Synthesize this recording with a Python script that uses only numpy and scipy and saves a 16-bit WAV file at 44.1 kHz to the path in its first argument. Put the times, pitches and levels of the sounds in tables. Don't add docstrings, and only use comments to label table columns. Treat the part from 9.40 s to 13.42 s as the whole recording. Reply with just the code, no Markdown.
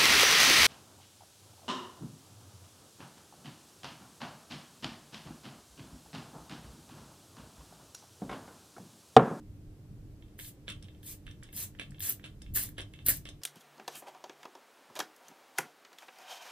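import sys
import numpy as np
from scipy import signal
from scipy.fft import rfft, irfft
from scipy.io import wavfile
from scipy.ndimage import uniform_filter1d

SR = 44100
rng = np.random.default_rng(int(sys.argv[2]) if len(sys.argv) > 2 else 0)


def log_audio(samples):
    frames = np.atleast_2d(samples).T
    limited = np.clip(frames, -1, 1)
    pcm = np.round(limited * 32767).astype(np.int16)
    wavfile.write(sys.argv[1], SR, pcm)


def voltage_ratio(decibels):
    exponent = np.asarray(decibels, float) / 20
    return 10 ** exponent


N = 177114
HZ = np.arange(N // 2 + 1) * SR / N + 1e-3

# frequency in Hz, level in dB.
FAN_COLOUR = [(12, -72), (20, -5), (50, -4.5), (107, -6.5), (146, -7.5), (204, -17), (300, -20), (420, -24),
              (897, -38.5), (3160, -44.5), (8000, -48), (15000, -50.5), (15300, -56)]
# frequency in Hz, level in dB, wobble in dB.
MOTOR_HUM = [(98.5, -59, 4.5), (200.3, -71.5, 7.5), (300.4, -64.5, 2.5)]

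# time in seconds, peak in dB, pitch of the struck spot in Hz.
NAIL_TICKS = [(0.824, -48, 3170), (0.883, -58, 3200), (1.425, -45, 3300), (1.4849, -43.5, 3170),
              (1.5484, -53, 3120), (2.0273, -40.5, 1730), (2.0892, -46.5, 2870), (2.35, -46.5, 1730),
              (2.5198, -47, 1730), (2.5459, -44, 2862), (2.584, -45.5, 3270), (2.7962, -45, 1730),
              (3.018, -42.5, 3300), (3.0641, -43.5, 2800), (3.5382, -37.5, 2890), (3.5902, -39.5, 3000)]
# time in seconds, peak in dB,
# pitch of the struck spot in Hz, share that shakes the bottle in dB.
PISTON_KNOCKS = [(0.9911, -36, 1950, -29), (0.9982, -33, 3140, -27), (1.0475, -39, 3680, -39),
                 (1.2808, -25.5, 3070, -23), (1.2828, -36, 2980, -25), (1.2875, -49, 3170, -27),
                 (1.2991, -28.5, 2930, -33), (1.631, -46, 3380, -30), (1.8676, -35, 2820, -40),
                 (1.8784, -40, 1600, -25), (1.9123, -44, 3170, -26), (2.1302, -42, 3050, -27),
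                 (2.3968, -24.5, 2500, -24), (2.4175, -35, 3520, -18), (2.6048, -33, 3373, -39),
                 (2.8414, -32, 2970, -21), (3.1739, -29, 1740, -28), (3.2887, -46, 1740, -20),
                 (3.3832, -29, 3030, -17), (3.399, -30, 3370, -16), (3.6856, -26, 1850, -14),
                 (3.8554, -32, 3010, -22), (3.8896, -38, 3680, -15.5)]
# time in seconds, peak in dB, pitch in Hz.
CAP_SNAPS = [(1.2804, -62, 5200), (1.288, -43, 8600), (1.3019, -36.5, 8000), (1.4267, -46, 5500),
             (1.8667, -56, 9680), (1.912, -54.5, 5730), (2.033, -39.5, 8270), (2.397, -45.5, 10000),
             (2.5077, -46, 7900), (2.842, -57, 10400), (3.02, -42, 5260), (3.3825, -42, 10540),
             (3.4157, -43, 5420), (3.5365, -53, 10500), (3.8534, -45, 5270), (3.8903, -41, 6200),
             (3.8984, -51.5, 5360)]
# slide or rub starts in seconds, starts to fade in
# seconds, level in dB, sag in dB.
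SLIDES_AND_RUBS = [
    (1.269, 1.304, -39.5, 0.5),
    (1.858, 1.915, -56, -1),
    (2.384, 2.416, -43, -2),
    (2.829, 2.854, -46.5, 0),
    (3.368, 3.397, -45.5, 3),
    (1.42, 1.455, -58, -2),
    (2.022, 2.06, -58, -2),
    (3.53, 3.57, -60, -3),
    (3.583, 3.615, -60, -2),
    (3.849, 3.883, -47, -1.5),
]
# frequency in Hz, width in Hz, level in dB.
HEAD_MODES = [(1270, 440, -10.5), (1740, 295, 4), (2130, 310, 4), (2666, 300, -0.5), (3170, 540, 3.5),
              (3680, 125, 0), (4330, 1500, -11.5)]
# frequency in Hz, width in Hz, level in dB.
SPRING_MODES = [(2674, 41, -4), (3120, 24.8, -2.5), (3370, 39, -7.5), (3610, 41, -6.5)]
# frequency in Hz, width in Hz, level in dB.
CAP_MODES = [(5190, 1430, 10.5), (6550, 190, 16), (8750, 1660, 11), (10000, 3000, 5.5), (12800, 4000, -12)]
# frequency in Hz, width in Hz, level in dB.
BOTTLE_MODES = [(310, 580, 1), (560, 164, -3)]
# frequency in Hz, level in dB.
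BORE_COLOUR = [(700, -38), (1100, -6), (1700, -9), (2500, -6.5), (2900, -1.5), (3200, 1.5), (3700, -4.5),
               (4300, -13), (6000, -40)]

# valve opens in seconds, full pressure in seconds, finger stops in seconds,
# jet level in dB, sag until the stop in dB.
MIST_GUSHES = [(0.978, 0.99, 1.087, -54, 0.5), (1.622, 1.632, 1.66, -62, 6),
               (1.64, 1.667, 1.728, -49.5, -1), (2.124, 2.161, 2.15, -44.5, -1),
               (2.167, 2.167, 2.236, -43.5, 0), (2.221, 2.234, 2.272, -47.5, -12.5),
               (2.595, 2.624, 2.704, -41, 1.5), (2.71, 2.695, 2.75, -46, -8),
               (3.14, 3.153, 3.16, -38.5, 1.5), (3.156, 3.16, 3.259, -32, -17),
               (3.645, 3.658, 3.662, -52, 3), (3.66, 3.6635, 3.68, -33, -4),
               (3.684, 3.684, 3.71, -29, -5.5), (3.7, 3.72, 3.765, -43.5, -6.5)]
# time in seconds, peak in dB.
SPAT_DROPLETS = [(0.9892, -42), (1.0114, -41), (2.1281, -40), (2.164, -27), (2.2094, -32), (2.595, -35),
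                 (2.605, -29), (2.6249, -28), (2.6924, -20), (2.6963, -17), (2.7234, -26), (3.1384, -34),
                 (3.1477, -25), (3.1582, -19), (3.1727, -17), (3.1844, -23), (3.2134, -25), (3.2284, -25),
                 (3.2354, -25), (3.2894, -36), (3.6631, -17), (3.6664, -22), (3.6845, -8), (3.6914, -13),
                 (3.6954, -17), (3.7014, -11), (3.7704, -33)]
# time in seconds, peak in dB, pitch in Hz.
AIR_GULPS = [
    (2.678, -48, 1750),
    (3.159, -44, 1700),
    (3.172, -38, 1730),
    (3.689, -40, 1850),
]
# frequency in Hz, level in dB.
JET_COLOUR = [(3000, -20.5), (6000, -29), (8000, -5.5), (10000, -3.5), (12500, -3), (14500, -1),
              (15600, -7.5), (16200, -39.5)]
# frequency in Hz, level in dB.
DROPLET_COLOUR = [(5000, -29), (7500, -30), (9500, -7.5), (11500, 1), (14500, 3), (15600, 3), (16200, -28)]
# frequency in Hz, level in dB.
PALM_COLOUR = [(700, -51), (1300, -37), (1700, -7), (2300, -1.5), (3600, -0.5), (4600, 0), (5500, 1.5),
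               (6300, 4), (7500, 7), (10000, -2.5)]
# frequency in Hz, level in dB.
PATTER_COLOUR = [(200, 21), (350, 20.5), (550, 4.5), (1000, -19), (1500, 2.5), (2200, -37)]
# frequency in Hz, width in Hz, level in dB.
PUDDLE_MODES = [(1065, 750, 0)]
# frequency in Hz, width in Hz, level in dB.
CAVITY_MODES = [(1730, 570, 0)]

# frequency in Hz, 60 dB decay time in seconds.
TILE_DECAY = [(500, 0.25), (3000, 0.17), (9000, 0.13), (15000, 0.066)]
# frequency in Hz, right leads in radians, left minus right in dB.
BOTTLE_PORTS = [(1040, 2, 3.5), (1540, 1.34, -7.5), (2620, 2, -5.5), (3700, 0.95, 0), (4700, 1, -4),
                (5830, 6.5, 6.5), (7450, -1.5, -8.5), (9200, 11, 20), (10500, -4.5, 4.5)]
# frequency in Hz, right leads in radians, left minus right in dB.
MIST_PORTS = [(1490, -1, -4), (2240, 1.94, -8), (3500, -0.35, 1), (4450, 0.5, -1.5), (6340, 3.5, 5),
              (7330, 3, -0.5), (8750, 5, 1), (10500, 7, 2.5)]
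# frequency in Hz, share from 0 to 1.
COMMON_BASS = [(40, 1), (300, 1), (700, 0.68), (1500, 0.17), (2500, 0.07)]
# frequency in Hz, share from 0 to 1.
COPIED_TREBLE = [(6500, .05), (8500, .6), (10000, .88), (11000, .985), (16000, .995)]
# frequency in Hz, level in dB.
MIC_ROLLOFF = [(15500, -0.5), (15800, -13), (16050, -46), (16700, -61)]

FIRM_DB, DRIBBLE_DB = -40, -65
COPY_LAG_S = 1 / 2250


def along(points, axis=1):
    table = np.transpose(points)
    return np.interp(np.log(HZ), np.log(table[0]), table[axis])


def unit(x):
    return x / np.sqrt(np.mean(x ** 2))


def later(x, lag_s):
    return np.roll(x, int(lag_s * SR))


def walk(rate):
    k = int(SR / rate)
    return unit(uniform_filter1d(uniform_filter1d(rng.standard_normal(N), k), k))


def hiss(points, gain=1):
    colour = voltage_ratio(along(points))
    noise = rng.choice([-1., 1.], (2, N))
    return irfft(rfft(gain * noise) * colour / np.sqrt(np.mean(colour ** 2)), N)


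def ring(x, modes):
    out = np.zeros_like(x)
    for hz, width, db in modes:
        b, a = signal.iirpeak(hz, hz / width, SR)
        out += voltage_ratio(db) * signal.lfilter(b, a, signal.lfilter(b, a, x))
    return out


def strikes(events):
    rows = np.array(events)
    out = np.zeros((1, N))
    out[0, (rows[:, 0] * SR).astype(int)] = voltage_ratio(rows[:, 1])
    return out


def smear(x, fade_s):
    t = np.arange(int(.02 * SR)) / SR / fade_s
    swell = t * np.exp(1 - t)
    return signal.fftconvolve(x, swell[None], axes=1)[:, :N]


def grains(rate, scatter_db):
    hits = rng.random((1, N)) < rate / SR
    return hits * voltage_ratio(scatter_db * rng.standard_normal((1, N)))


def pings(events, cycles):
    out = np.zeros((1, N))
    t = np.arange(int(.012 * SR)) / SR
    for s, db, hz, *_ in events:
        turns = t * hz
        envelope = (1 - np.exp(-turns / 0.63)) * np.exp(-turns / cycles)
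        start = int(s * SR)
        out[0, start:start + len(t)] += voltage_ratio(db) * envelope * np.sin(2 * np.pi * turns)
    return out


def stroke(opens, full, stops, db, sag_db, opening_db, fall_db_per_s):
    t = np.arange(N) / SR
    held = np.interp(t, [full, stops], [db, db + sag_db])
    held = held + opening_db * np.clip((full - t) / (full - opens), 0, 1)
    return np.where(t < opens, -200, held + fall_db_per_s * np.maximum(t - stops, 0))


def fan():
    t = np.arange(N) / SR
    hum = np.zeros(N)
    for hz, db, wobble_db in MOTOR_HUM:
        level = np.sqrt(2) * voltage_ratio(db + wobble_db * walk(30))
        hum += level * np.sin(2 * np.pi * hz * t + 1.03 * walk(32.2))
    air = voltage_ratio(-50.5) * hiss(FAN_COLOUR)
    rumble = signal.lfilter(*signal.butter(2, 350, fs=SR), air)
    swell = voltage_ratio(3.8 * walk(11))
    return air + (swell - 1) * rumble + hum


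def slide(slip, rattle):
    speed = np.zeros(N)
    for lifts, slackens, db, sag_db in SLIDES_AND_RUBS:
        speed += voltage_ratio(stroke(lifts, lifts + 0.014, slackens, db, sag_db, opening_db=-14, fall_db_per_s=-480))
    scrape = voltage_ratio(-6) * speed * hiss(BORE_COLOUR, gain=slip)
    suck = voltage_ratio(-18) * later(speed, lag_s=0.0057) * unit(ring(slip * rattle, CAP_MODES))
    return scrape + suck


def pump():
    ticks = strikes(NAIL_TICKS)
    head = strikes(PISTON_KNOCKS) + ticks
    cap = strikes(CAP_SNAPS)
    shaken = strikes([(s, db + thud_db) for s, db, _, thud_db in PISTON_KNOCKS])
    bottle = shaken + voltage_ratio(-26) * ticks
    rattle = rng.choice([-1., 1.], (2, N))

    spots = pings(PISTON_KNOCKS + NAIL_TICKS, cycles=1.1)
    knocks = voltage_ratio(14) * ring(head + 0.21 * rattle * smear(head, fade_s=0.00039), HEAD_MODES)
    knocks = knocks + voltage_ratio(7.5) * spots + voltage_ratio(20.5) * ring(spots, SPRING_MODES)
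    snaps = voltage_ratio(3) * ring(cap + 0.18 * rattle * smear(cap, fade_s=0.00074), CAP_MODES)
    snaps = snaps + pings(CAP_SNAPS, cycles=6)
    thud = voltage_ratio(17) * ring(smear(bottle, fade_s=0.00012), BOTTLE_MODES)

    slip = unit(smear(grains(rate=600, scatter_db=4), fade_s=.0004) + .3)
    return knocks + snaps + thud + slide(slip, rattle)


def driven(jet_db, db, slope, lag_s):
    reach = voltage_ratio(jet_db) / (voltage_ratio(jet_db) + voltage_ratio(DRIBBLE_DB))
    pressure_db = np.minimum(jet_db, later(jet_db, lag_s)) - FIRM_DB
    return reach * voltage_ratio(db + slope * pressure_db)


def patchy(x, depth_db):
    out = x
    for hz in 2000 * 1.2 ** np.arange(8):
        out = out + (voltage_ratio(depth_db * walk(60)) - 1) * ring(x, [(hz, hz / 5, 0)])
    return out


def palm(jet_db, droplets, sputter):
    mist = driven(jet_db, db=-41.5, slope=0.79, lag_s=0) * patchy(hiss(PALM_COLOUR), depth_db=3)
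    splash = voltage_ratio(-22.5) * hiss(PALM_COLOUR, gain=droplets)
    patter = driven(jet_db, db=-56.5, slope=1, lag_s=.04) * hiss(PATTER_COLOUR)
    hollow = unit(ring(sputter * rng.standard_normal((2, N)), PUDDLE_MODES))
    puddle = driven(jet_db, db=-61.5, slope=1.34, lag_s=0.052) * hollow
    return mist + splash + patter + puddle


def spray():
    gushes = [stroke(*g, opening_db=-21.5, fall_db_per_s=-520) for g in MIST_GUSHES]
    jet_db = np.max(gushes, axis=0)
    sputter = unit(1 + .35 * smear(grains(rate=500, scatter_db=3.5), fade_s=.0007))
    droplets = voltage_ratio(-5.5) * smear(strikes(SPAT_DROPLETS), fade_s=.0007)
    jet = voltage_ratio(jet_db) * sputter * voltage_ratio(2) * hiss(JET_COLOUR)
    spat = hiss(DROPLET_COLOUR, gain=droplets)
    blown = unit(ring(rng.standard_normal((2, N)), CAVITY_MODES))
    cavity = driven(jet_db, db=-58.5, slope=2.08, lag_s=.003) * blown
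    return jet + spat + palm(jet_db, droplets, sputter) + pings(AIR_GULPS, cycles=9) + cavity


def tiles(x):
    t = np.arange(int(.4 * SR)) / SR
    tail = np.zeros((2, len(t)))
    for hz, t60 in TILE_DECAY:
        band = signal.lfilter(*signal.iirpeak(hz, .7, SR), rng.standard_normal(tail.shape))
        tail += band * voltage_ratio(-60 * t / t60) * (t > .003)
    tail /= np.sqrt(np.sum(tail ** 2, axis=1, keepdims=True))
    return voltage_ratio(-5) * signal.fftconvolve(x, tail, axes=1)[:, :N]


def blend(pair, share):
    left, right = rfft(pair)
    own = np.sqrt(np.clip(1 - abs(share) ** 2, 0, 1))
    return np.array([left, share * left + own * right])


def ports(x, table):
    tilt = voltage_ratio(np.array([[.5], [-.5]]) * along(table, axis=2))
    return irfft(tilt * blend(x, 0.972 * np.exp(1j * along(table))), N)


def scene():
    background = fan()
    bottle = pump()
    mist = spray()
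    return ports(mist, MIST_PORTS) + ports(bottle, BOTTLE_PORTS) + tiles(mist + bottle) + background


def top_cut(x):
    return signal.sosfilt(signal.butter(12, 16630, fs=SR, output="sos"), x)


def record(dry):
    bass = np.clip(along(COMMON_BASS), 0, 1)
    treble = np.clip(along(COPIED_TREBLE), 0, 1) * np.exp(-2j * np.pi * HZ * COPY_LAG_S)
    mix = irfft(blend(dry, bass - treble) * voltage_ratio(along(MIC_ROLLOFF)), N)
    return top_cut(mix)


dry = scene()
out = record(dry)
log_audio(out)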